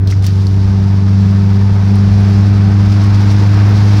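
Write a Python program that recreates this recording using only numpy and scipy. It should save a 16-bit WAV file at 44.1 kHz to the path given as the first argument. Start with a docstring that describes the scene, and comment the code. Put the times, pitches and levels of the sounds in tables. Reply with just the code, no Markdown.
"""A low exhaust boom fills the cabin of a four-cylinder car pulling steadily along a fast road.
Its tones are harmonics of the slowly rising firing rate. Around it lies broadband noise: road rumble
carried through the body, a swelling rush of tyres and wind, and the hiss of the intake.
The dashboard trim ticks by impact and creaks briefly by stick-slip friction, mostly at the start.
A faint high hiss swells around 0.4 s."""
import sys
import numpy as np
from scipy import signal
from scipy.fft import rfft, irfft
from scipy.io import wavfile

SR = 44100
rng = np.random.default_rng(int(sys.argv[2]) if len(sys.argv) > 2 else 0)


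def wav_out(sig):
    """Save sig, one row per channel (or a flat mono array), as 16-bit PCM at SR to the path in sys.argv[1]."""
    wavfile.write(sys.argv[1], SR, np.round(np.clip(np.atleast_2d(sig).T, -1, 1) * 32767).astype(np.int16))


N = 176400
TIME = np.arange(N) / SR


def from_db(db):
    """Amplitude ratio of a level in decibels."""
    return 10 ** (np.asarray(db) / 20)


def rms_one(x):
    """Normalisation to unit rms."""
    return x / np.sqrt(np.mean(x ** 2) + 1e-20)


def in_time(rows):
    """Linear interpolation of each column at every sample."""
    times, *columns = np.transpose(rows)
    return [np.interp(TIME, times, column) for column in columns]


def swell(centre_s, half_s):
    """Gaussian envelope of height 1."""
    return np.exp(-((TIME - centre_s) / half_s) ** 2)


def drift(corner_hz):
    """Low-pass noise: a smooth random fluctuation of unit rms."""
    step, settle = 40, 2000
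    pole = np.exp(-2 * np.pi * corner_hz * step / SR)
    noise = rng.standard_normal(N // step + settle + 2)
    slow = signal.lfilter([1], [1, -2 * pole, pole * pole], noise)[settle:]
    return np.interp(np.arange(N) / step, np.arange(len(slow)), rms_one(slow))


def coloured(x, spectrum, resonances=()):
    """Spectral shaping by an envelope and narrow resonance peaks; unit rms."""
    hz = np.arange(N // 2 + 1) * SR / N + 1
    points, db = np.transpose(spectrum)
    envelope_db = np.interp(np.log(hz), np.log(points), db)
    peaks_db = sum(boost / (1 + (2 * (hz - centre) / width) ** 2) for centre, width, boost in resonances)
    roll_off = np.minimum(hz / points[0], 1) ** 2 * np.minimum(points[-1] / hz, 1) ** 2
    return rms_one(irfft(rfft(x) * roll_off * from_db(envelope_db + peaks_db), N))


def resonate(x, hz, width_hz):
    """Damped resonator with unit peak gain."""
    r = np.exp(-np.pi * width_hz / SR)
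    feedback = [1, -2 * r * np.cos(2 * np.pi * hz / SR), r * r]
    return signal.lfilter(np.array([1, 0, -1]) * (1 - r * r) / 2, feedback, x + 1e-18)


def ringing(hz, width_hz):
    """Random excitation of two resonators in series; unit rms."""
    return rms_one(resonate(resonate(rng.standard_normal(N), hz, width_hz), hz, width_hz))


# Engine speed: (time [s], firing rate [Hz])
FIRING_RATE = [(0, 97), (.35, 97), (1.15, 98.1), (1.45, 98.75), (2.8, 100.3), (3.35, 101.1), (4, 102.6)]
def firing_phase():
    """Phase is the time integral of frequency: one turn per firing."""
    return 2 * np.pi * np.cumsum(in_time(FIRING_RATE)[0]) / SR + np.pi / 2


# Cabin boom: (time [s], level [dB] of each of harmonics 1 to 4)
HARMONIC_LEVELS = [(0, -9.3, -27.5, -32.4, -38), (0.18, -8.9, -31.1, -35.3, -36.4),
                   (0.33, -9.0, -22.5, -36.6, -37.0), (0.5, -9.2, -22.9, -33.3, -36.5),
                   (0.7, -8.9, -17.2, -33.6, -35.9), (1, -9.1, -18.6, -32.2, -36.3),
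                   (1.25, -8.3, -14.2, -33.8, -38.6), (1.6, -8.6, -16.6, -36.4, -33.8),
                   (1.79, -9.2, -20.9, -38.6, -36.5), (1.9, -8.5, -13.3, -30.4, -38.3),
                   (2.05, -8.0, -15.0, -34.6, -35.5), (2.35, -7.5, -14.6, -30.4, -35.7),
                   (2.65, -7.5, -16.5, -27.4, -35.0), (3, -7.2, -18.2, -27.6, -40.9),
                   (3.35, -7.0, -19.5, -27, -42), (3.6, -6.9, -22.0, -25.7, -39),
                   (3.8, -6.9, -18.2, -31.2, -35.2), (4, -6.9, -20.6, -25.1, -35.5)]
# Unsteadiness of each of those harmonics: (flutter [ratio])
HARMONIC_FLUTTER = [.02, .08, .11, .15]
# Weaker tones: (multiple of the firing rate [ratio], mid-scene level [dB], flutter [ratio])
SIDE_TONES = [(.75, -38.5, .8), (1.25, -34, 0.71), (1.5, -35, 0.71), (1.75, -27.5, 0.17), (2.5, -42, 0.26),
              (5, -49.5, 0.42)]
def exhaust_boom(firing):
    """Periodic firing gives a harmonic series; unequal cylinders add most of the weaker tones."""
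    def tone(multiple, db, flutter):
        in_phase = (1 + flutter * drift(7.4)) * np.cos(multiple * firing)
        quadrature = flutter * drift(11.0) * np.sin(multiple * firing)
        return np.sqrt(2) * from_db(db) * (in_phase + quadrature)
    boom = sum(tone(k + 1, db, HARMONIC_FLUTTER[k]) for k, db in enumerate(in_time(HARMONIC_LEVELS)))
    growth_db = 0.4 * (TIME - TIME.mean())   # the engine pulls harder
    return boom + sum(tone(multiple, db + growth_db, flutter) for multiple, db, flutter in SIDE_TONES)


# Rumble spectrum: (frequency [Hz], relative density [dB])
RUMBLE_SPECTRUM = [(20, -39), (30, -18.5), (40, -12), (60, 2.5), (80, -3.5), (110, -4), (150, -5.5),
                   (205, -8), (260, -19), (330, -24), (450, -22), (550, -32.5), (800, -43)]
# Rumble envelope: (time [s], level [dB])
RUMBLE_LEVEL = [(0, -22), (.8, -23.5), (2.85, -22), (4, -23.5)]
# Uneven patches of road: (centre time [s], half length [s], level [dB], frequency [Hz])
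ROAD_BUMPS = [(.06, 0.062, -29, 54), (0.688, .06, -18.5, 60), (2.1, 0.053, -17, 66.5),
              (2.85, .07, -21, 61.7), (3.41, 0.033, -24.5, 302)]
def road_rumble():
    """Forced vibration: the road shakes the body, which surges over uneven patches."""
    bumps = sum(from_db(db) * swell(s, half) * ringing(hz, hz / 2) for s, half, db, hz in ROAD_BUMPS)
    rumble = coloured(rng.standard_normal(N), RUMBLE_SPECTRUM)
    return from_db(in_time(RUMBLE_LEVEL)[0]) * rumble + bumps


# Tyre and wind spectrum: (frequency [Hz], relative density [dB])
RUSH_SPECTRUM = [(300, 1), (420, 2.5), (490, 0.5), (545, -5), (620, 0.5), (900, -4), (1030, -4), (1350, -5),
                 (1700, -6.5), (1950, -9), (2300, -10.5), (2650, -13), (2950, -18.5), (3500, -17.5),
                 (5000, -26), (8000, -44.5), (15000, -50)]
# Rush envelope before flicker and brightening: (time [s], level [dB])
RUSH_ENVELOPE = [(0, -37.5), (.7, -34), (1.6, -32), (2.3, -29.5), (3.1, -29), (3.8, -27.5), (4, -28)]
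# Cabin resonances: (frequency [Hz], bandwidth [Hz], boost [dB])
CABIN_MODES = [(722, 29, 4), (781, 24, 5), (955, 50, 2), (1093, 31, 4), (1246, 42, 3.5), (1542, 57, 3.5)]
def tyre_and_wind_rush():
    """Broadband tyre and wind noise excites the cabin's modes as it swells and brightens."""
    air = coloured(rng.standard_normal(N), RUSH_SPECTRUM, CABIN_MODES) * from_db(0.84 * drift(25))
    dull = signal.sosfilt(signal.butter(1, 1300, fs=SR, output="sos"), air)
    treble = (air - dull) * from_db(1.05 * (TIME - TIME.mean()))   # gains 1.05 dB per second
    return from_db(in_time(RUSH_ENVELOPE)[0]) * (dull + treble)


# Tread envelope: (time [s], level [dB])
TREAD_ENVELOPE = [(0, -52), (.75, -40.5), (1.3, -45), (1.75, -37.5), (1.92, -45.5), (3, -50.5), (3.17, -40),
                  (3.85, -37.5)]
def tread_song():
    """Resonance of the tyre tread: a narrow band of noise that comes and goes with the surface."""
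    return from_db(in_time(TREAD_ENVELOPE)[0]) * ringing(hz=898, width_hz=120)


# Intake spectrum: (frequency [Hz], relative density [dB])
HISS_SPECTRUM = [(1500, -5), (3000, -2.5), (3600, -0.5), (4700, 2), (5450, 1.5), (6200, -5), (7000, -11),
                 (8500, -17.5), (10300, -20.5), (13000, -25), (15500, -22.5)]
# Intake envelope: (time [s], level [dB])
HISS_ENVELOPE = [(0, -55), (.07, -50), (.085, -37.5), (.16, -43), (.215, -45.5), (.27, -37), (.4, -42),
                 (.8, -41), (1.8, -40.5), (2.35, -37), (2.62, -40), (2.85, -38), (3.25, -36), (3.45, -36),
                 (3.7, -36.5), (4, -31.5)]
# Brief flares of the hiss: (centre time [s], half length [s], boost [dB])
HISS_FLARES = [(2.926, 0.011, 5.5), (3.038, 0.018, 3), (3.149, 0.011, 4.5), (3.318, 0.016, 6.5)]
def intake_hiss(firing):
    """Flow noise of air drawn into the engine, slightly amplitude-modulated by each stroke."""
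    hiss = coloured(rng.standard_normal(N), HISS_SPECTRUM)
    flare_db = sum(boost * swell(s, half) for s, half, boost in HISS_FLARES)
    flicker_db = 1.03 * drift(32)
    pulsing = 1 + 0.095 * np.cos(firing)
    return from_db(in_time(HISS_ENVELOPE)[0] + flare_db + flicker_db) * pulsing * hiss


# Trim impacts: (time [s], relative level [dB], frequency [Hz], 60 dB decay time [s], crack [ratio])
TRIM_IMPACTS = [(.0732, -18.5, 4100, .04, .3), (.1115, -24, 5400, .1, .4), (.121, -25, 1350, .06, .01),
                (.124, -21.5, 2050, .05, .01), (.241, -24.5, 2000, .03, .15),
                (.2653, -15.5, 4800, .04, .75), (.4685, -19.5, 4800, .022, .15),
                (1.9565, -27, 10000, .012, .15), (2.204, -37, 9000, .025, .1), (2.3, -41, 11000, .025, .2),
                (3.039, -34, 7700, .03, .1), (3.692, -33.5, 14500, .02, .1)]
def trim_ticks(crack_t60_s=.022):
    """Impact excitation: plastic parts snap together with a broadband crack and a damped ring."""
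    out = np.zeros(N)
    for s, db, hz, t60, share in TRIM_IMPACTS:
        age = np.maximum(TIME - s, 0)
        crack = share * rng.standard_normal(N) * from_db(-60 * age / crack_t60_s)
        ring = ringing(hz, width_hz=.35 * hz) * from_db(-60 * age / t60)
        out += (TIME >= s) * from_db(db) * (ring + crack) / 2
    return out


# Four short creaks, then a faint high hiss: (centre time [s], half length [s], level [dB])
CREAK_AND_HISS_SWELLS = [(.107, .008, -32), (.226, .003, -37), (.249, .011, -32.5), (.27, .008, -35),
                         (.42, .2, -47)]
# Spectrum of both: (frequency [Hz], relative density [dB])
CLICK_SPECTRUM = [(900, -12), (2200, -1.5), (3000, 4.5), (5500, 3), (7500, -7), (10000, -7.5),
                  (15500, -20.5)]
def creaks_and_faint_hiss(clicks_per_s=5000):
    """Stick-slip friction creaks in the flexing dashboard; a faint high hiss also swells near 0.4 s."""
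    envelope = sum(from_db(db) * swell(s, half) for s, half, db in CREAK_AND_HISS_SWELLS)
    clicks = (rng.random(N) < clicks_per_s / SR) * rng.standard_normal(N)
    return envelope * coloured(clicks, CLICK_SPECTRUM)


def scene():
    """Superposition of all sources at the passenger seat, in mono."""
    firing = firing_phase()
    driving = exhaust_boom(firing) + road_rumble() + tyre_and_wind_rush() + tread_song()
    return (driving + intake_hiss(firing) + trim_ticks() + creaks_and_faint_hiss())[None]


def record(dry, low_cut_hz=34.5, ceiling=1.02, high_cut_hz=15800):
    """Band limiting and saturation: the microphone sheds deep bass, rounds peaks and cuts the top."""
    x = signal.sosfilt(signal.butter(2, low_cut_hz, "high", fs=SR, output="sos"), dry)
    x = x / (1 + (x / ceiling) ** 12) ** (1 / 12)
    return signal.sosfilt(signal.ellip(10, .1, 80, high_cut_hz, fs=SR, output="sos"), x)


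dry = scene()
out = record(dry)
wav_out(out)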